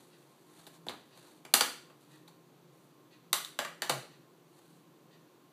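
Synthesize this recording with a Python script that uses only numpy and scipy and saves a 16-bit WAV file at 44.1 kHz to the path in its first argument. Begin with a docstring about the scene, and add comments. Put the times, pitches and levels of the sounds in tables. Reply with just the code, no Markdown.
"""A plastic keyboard cover is pried off a laptop on a wooden table in a small room.
Catches skid free with snaps and clicks that ring the cover and rattle the case; thin hooks flick.
Fingers stick and slip on the plastic. At the last snap the case drops back and the table booms.
Behind it: a quiet rush and hum, a faint opening swell of hiss, and a clock ticking on a far wall."""
import sys
import numpy as np
from scipy import signal
from scipy.fft import rfft, irfft, next_fast_len
from scipy.io import wavfile

SR = 44100
rng = np.random.default_rng(int(sys.argv[2]) if len(sys.argv) > 2 else 0)


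def digitize_waveform(pressure):
    """Quantize a signal to 16-bit integers and store it at the path in sys.argv[1].

    Rows of a 2-D input are taken as channels; values are limited to [-1, 1].
    """
    field = np.atleast_2d(pressure).T
    bounded = np.clip(field, -1, 1)
    quanta = np.round(bounded * 32767).astype(np.int16)
    wavfile.write(sys.argv[1], SR, quanta)


N = 243598
TIME_S = np.arange(N) / SR
EDGES_HZ = np.r_[40, 63, 90, 125, 180, 250, 355, np.geomspace(500, 16500, 16)]
CENTRES_HZ = np.sqrt(EDGES_HZ[:-1] * EDGES_HZ[1:])
BANK = [signal.butter(2, pair, "band", fs=SR, output="sos") for pair in zip(EDGES_HZ, EDGES_HZ[1:])]

# room decay: (frequency [Hz], T60 [s])
ROOM_DECAY = [(150, .5), (300, 0.57), (800, 0.36), (2000, 0.47), (4500, 0.44), (8000, .41), (14000, 0.34)]
# room response re direct sound: (frequency [Hz], level [dB])
ROOM_SPECTRUM = [(150, -1), (600, -4), (1500, -0.5), (4000, -2), (8000, -1.5), (14000, -2)]
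# room rush: (frequency [Hz], relative density [dB])
RUSH_SPECTRUM = [(24, -69), (40, -34), (91, -33), (126, -5), (150, -9.5), (266, -8), (309, -5.5),
                 (522, -11), (653, -15.5), (1080, -16.5), (1860, -25.5), (4240, -26.5), (10400, -35),
                 (11200, -31.5), (15500, -34)]
# hum: (frequency [Hz], level [dB])
HUM_TONES = [(142, -72.5), (165, -69.5), (308, -71.5), (356, -72), (1064, -77.5), (11079, -91.5)]
# short finger rubs; the second row is a faint, slow swell of background hiss at the start:
# (centre time [s], half length [s], hiss level [dB])
SWELLS = [(.01, 0.065, -71.5), (.2, 1, -75.5), (0.602, 0.089, -69.5), (.75, 0.025, -68),
          (1.185, 0.019, -67), (1.278, 0.11, -68.5), (2.03, 0.028, -72), (2.142, 0.077, -71),
          (2.807, 0.096, -77.5), (4.581, 0.075, -72.5), (4.738, 0.076, -74.5)]
# squeak: (frequency [Hz], relative density [dB])
SQUEAK_SPECTRUM = [(500, -5.5), (850, -1), (1400, -4.5), (2700, -11), (3600, -5.5), (4400, -3.5),
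                   (5500, -17), (9000, -44)]
# hiss: (frequency [Hz], relative density [dB])
HISS_SPECTRUM = [(2500, -17.5), (5500, 1.5), (8500, 6), (12000, 2), (15500, -13)]
# clockwork: (frequency [Hz], width [Hz], gain [dB])
CLOCK_MODES = [(1850, 130, -18.5), (2672, 350, -22.5), (3900, 1100, -21)]
# hooks flicking free: (time [s], peak [dB], swell [ms])
HOOK_FLICKS = [(0.6666, -43.5, 0.84), (0.8854, -21.5, 0.44), (2.277, -50, 1.1), (3.3305, -15, 0.57),
               (3.4478, -29.5, .86)]
# catches releasing, parts knocking: (time [s], level [dB], case thud [dB], contact [ms],
# panel mode [Hz], panel gain [dB], catch mode [Hz], crack length [ms], case rattle [dB])
SNAP_EVENTS = [(0.667, -25, 14, .03, 1600, -10, 4130, 10, -18),
               (0.866, -26, 32.5, 0.095, 790, 9, 3500, 4, -13),
               (0.887, -14.5, 10, .3, 365, 8, 3960, 4, -25),
               (0.894, -6.5, -5.5, 0.53, 934, 4, 4250, 2.3, -4),
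               (1.45, -18.5, 5.5, 0.23, 810, 2, 2330, 5, -9),
               (1.5384, 12.5, -6.5, 0.028, 783, -3, 4326, 3.8, -16),
               (1.608, 10, -9, 0.21, 1365, 1.5, 4650, 4.1, -28),
               (1.6147, -1, 2, .6, 1640, 4, 4600, 0.43, -33),
               (1.898, -27.5, 8, 0.65, 1200, 5, 3000, 9.8, 1),
               (2.2788, -27.5, -4, .14, 823.5, 7, 4310, 6.2, -15),
               (3.329, 6.5, -9, 0.078, 1180, -2, 4020, 3.6, -13),
               (3.4472, -15, -33, 0.094, 1290, -6, 3700, 2.4, -13),
               (3.589, 3, -6, 0.33, 580, 12, 1860, 3, -14), (3.648, 0, -15, 0.9, 1160, 1, 1810, 6, -11),
               (3.82, 2, -3, 0.28, 1770, 5, 3800, 2.4, -15.5),
               (3.8951, 3.5, 6, 0.17, 632, 8, 4050, 5.6, -7)]
# colour of all blows: (frequency [Hz], gain [dB])
PLASTIC_SPECTRUM = [(80, -18), (200, -8.5), (400, -0.5), (800, 2), (1600, 0.5), (2200, -2), (3000, -1),
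                    (4200, -0.5), (6000, -2), (9000, -0.5), (13000, -2.5), (15500, -6.5)]
# case rattle: (frequency [Hz], T60 [s])
RATTLE_DECAY = [(200, 0.25), (1000, 0.18), (4000, 0.072), (13000, 0.083)]
# cover: (frequency [Hz], width [Hz], gain [dB])
COVER_MODES = [(245, 36, 2), (366, 16, 3), (585, 44, -6), (715, 35, -16), (830, 63, -3.5), (1150, 58, -8),
               (1220, 48, -6), (1275, 16, -5), (1670, 36, -10.5), (1780, 89, -12), (2860, 310, -9.5),
               (4680, 140, -4.5), (7580, 210, -5), (9140, 37, -8)]


def from_db(db):
    """Decibels to gain."""
    return 10 ** (np.asarray(db) / 20)


def unit_rms(x):
    """Scale to rms 1."""
    return x / np.sqrt(np.mean(x ** 2) + 1e-20)


def at_hz(table, hz):
    """Interpolate a table over log frequency."""
    known_hz, values = np.transpose(table)
    return np.interp(np.log(np.maximum(hz, 1)), np.log(known_hz), values)


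def add(track, time_s, sound):
    """Mix a sound in at time_s."""
    start = round(time_s * SR)
    track[start:start + len(sound)] += sound[:len(track) - start]


def resonance(x, hz, width_hz):
    """Two-pole resonator, peak gain 1."""
    radius = np.exp(-np.pi * width_hz / SR)
    feedback = [1, -2 * radius * np.cos(2 * np.pi * hz / SR), radius ** 2]
    return signal.lfilter(np.array([1, 0, -1]) * (1 - radius ** 2) / 2, feedback, x)


def coloured(noise, spectrum):
    """Shape noise to a spectrum, rms 1."""
    size = next_fast_len(N, True)
    gain = from_db(at_hz(spectrum, np.fft.rfftfreq(size, 1 / SR)))
    return unit_rms(irfft(rfft(noise, size) * gain, size)[:N])


def drift(rate_hz):
    """Random wander, rms 1."""
    knots = rng.standard_normal(2000)
    return unit_rms(np.interp(TIME_S * rate_hz, np.arange(len(knots)), knots))


def band_decays(t, t60_table):
    """One exponential decay per band."""
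    return [np.exp(-np.log(1000) * t / t60_s) for t60_s in at_hz(t60_table, CENTRES_HZ)]


def burst(envelopes, levels_db):
    """Dense modes as noise: each band has its own envelope and energy per Hz."""
    out = 0
    for sos, width_hz, envelope, level_db in zip(BANK, np.diff(EDGES_HZ), envelopes, levels_db):
        band = signal.sosfilt(sos, rng.standard_normal(len(envelope)) * envelope + 1e-18)
        out = out + band * from_db(level_db) * np.sqrt(2 * width_hz / SR / np.sum(band ** 2))
    return out


def room_response(levels_db, gap_s=0.0015, build_s=0.0015, early_gain=0.88, early_s=0.018):
    """Screen, table and near walls reflect first; a dense tail decays band by band."""
    t = TIME_S[:SR * 3 // 5]
    onset = 1 - np.exp(-np.maximum(t - gap_s, 0) / build_s)
    early = 1 + early_gain * np.exp(-t / early_s)
    envelopes = [onset * early * decay for decay in band_decays(t, ROOM_DECAY)]
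    return burst(envelopes, levels_db + at_hz(ROOM_SPECTRUM, CENTRES_HZ))


def rush_and_hum(rush_db=-63, width_hz=9):
    """Soft broadband rush plus wavering tones of narrowband noise."""
    out = from_db(rush_db) * coloured(rng.standard_normal(N), RUSH_SPECTRUM)
    for hz, level_db in HUM_TONES:
        narrow = resonance(rng.standard_normal(N), hz, width_hz)
        out += from_db(level_db) * unit_rms(resonance(narrow, hz, width_hz))
    return out


def rubs_and_hiss(grain_db=2.0, uneven_db=-0.45, grip_db=-76, squeak_db_per_db=1.5):
    """Short swells: skin sticks and slips, squeaking more when pressed. Slow swell: background hiss."""
    grains = from_db(grain_db * drift(250) + uneven_db * drift(40))
    squeak = coloured(rng.standard_normal(N) * grains, SQUEAK_SPECTRUM)
    hiss = coloured(rng.standard_normal(N) * grains, HISS_SPECTRUM)
    out = np.zeros(N)
    for centre_s, half_s, hiss_db in SWELLS:
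        swell = np.exp(-((TIME_S - centre_s) / half_s) ** 2)
        squeak_db = grip_db + squeak_db_per_db * (hiss_db - grip_db)
        out += swell * (from_db(squeak_db) * squeak + from_db(hiss_db) * hiss)
    return out


def clock(first_s=0.123, period_s=1, lead_s=0.019, lead_db=-3, chatter_s=0.012, top_hz=5500):
    """Small gears chatter twice per tick, so far off that only the reverberation arrives."""
    gears, t = np.zeros(N), TIME_S[:SR // 10]
    for time_s in np.arange(first_s, N / SR, period_s):
        chatter = rng.standard_normal(len(t)) * np.exp(-t / chatter_s)
        chatter /= np.linalg.norm(chatter)
        add(gears, time_s - lead_s, from_db(lead_db) * chatter)   # drive clicks
        add(gears, time_s, chatter)   # hand steps
    ticks = sum(from_db(db) * resonance(gears, hz, width_hz) for hz, width_hz, db in CLOCK_MODES)
    ticks = signal.sosfilt(signal.butter(2, top_hz, fs=SR, output="sos"), ticks)
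    return signal.fftconvolve(ticks, room_response(0))[:N]


def hooks(ring_hz=3760, room_db=-6):
    """Each thin hook swings briefly and is damped; the room carries it on."""
    out, t = np.zeros(N), TIME_S[:SR // 30]
    for time_s, peak_db, swell_ms in HOOK_FLICKS:
        age = 1000 * t / swell_ms
        envelope = (age * np.exp(1 - age)) ** 2
        add(out, time_s, from_db(peak_db) * envelope * np.sin(2 * np.pi * ring_hz * t))
    return out + signal.fftconvolve(out, room_response(room_db))[:N]


def blow_levels_db(level_db, thud_db, contact_ms, case_hz=700):
    """Band levels of a blow: moving the whole case adds bass, longer contact cuts treble."""
    bass_db = thud_db / (1 + (CENTRES_HZ / case_hz) ** 2)
    treble_loss_db = 10 * np.log10(1 + (CENTRES_HZ * contact_ms / 1000) ** 2)
    return level_db + bass_db - treble_loss_db + at_hz(PLASTIC_SPECTRUM, CENTRES_HZ)


def snap(room, levels_db, panel_hz, panel_db, catch_hz, crack_ms, rattle_db,
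         rise_share=0.022, scatter_share=0.38, panel_width_hz=90, catch_width_hz=380, catch_db=1.0):
    """A catch skids over its lip; the case rattles on, and panel, catch and cover ring."""
    t = TIME_S[:SR // 8]
    skid = t * 1000 / crack_ms
    crack = np.exp(-skid ** 4)
    rise = 1 - np.exp(-skid / rise_share)
    envelopes = [rise * (crack + from_db(rattle_db) * decay) for decay in band_decays(t, RATTLE_DECAY)]
    direct = burst(envelopes, levels_db)
    blow = np.sqrt(scatter_share) * room_response(levels_db)   # sound thrown in other directions
    add(blow, 0, np.sqrt(1 - scatter_share) * signal.fftconvolve(direct, room))
    add(blow, 0, direct)
    modes = [(panel_hz, panel_width_hz, panel_db), (catch_hz, catch_width_hz, catch_db), *COVER_MODES]
    return blow + sum(from_db(db) * resonance(blow, hz, width_hz) for hz, width_hz, db in modes)


def snaps():
    """Catches and knocks, each with the tone of its spot on the case."""
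    out, room = np.zeros(N), room_response(0)
    for time_s, level_db, thud_db, contact_ms, *spot in SNAP_EVENTS:
        add(out, time_s, snap(room, blow_levels_db(level_db, thud_db, contact_ms), *spot))
    return out


def table_thump(time_s=3.897, level_db=-44, start_hz=165, rest_hz=131, settle_s=0.03,
                attack_s=0.004, length_s=0.108):
    """The case drops back; the table top booms, falling in pitch as it settles."""
    out, t = np.zeros(N), TIME_S[:SR // 3]
    hz = rest_hz + (start_hz - rest_hz) * np.exp(-t / settle_s)
    envelope = (1 - np.exp(-t / attack_s)) * np.exp(-(t / length_s) ** 6)
    add(out, time_s, from_db(level_db) * envelope * np.sin(2 * np.pi * np.cumsum(hz) / SR))
    return out


def scene():
    """Mono sum of laptop, table, fingers and background."""
    return (snaps() + hooks() + table_thump() + rubs_and_hiss() + rush_and_hum() + clock())[None]


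def record(dry, notch_hz=5200, notch_width_hz=600, notch_depth=0.59, ceiling=3.6,
           low_cut_hz=90, high_cut_hz=15200):
    """Small microphone: treble notch, rounded peaks, low and high cut."""
    x = dry - notch_depth * resonance(dry, notch_hz, notch_width_hz)
    x = ceiling * np.tanh(x / ceiling)
    x = signal.sosfilt(signal.butter(3, low_cut_hz, "high", fs=SR, output="sos"), x)
    return signal.sosfilt(signal.ellip(10, 0.2, 80, high_cut_hz, fs=SR, output="sos"), x)


dry = scene()
out = record(dry)
digitize_waveform(out)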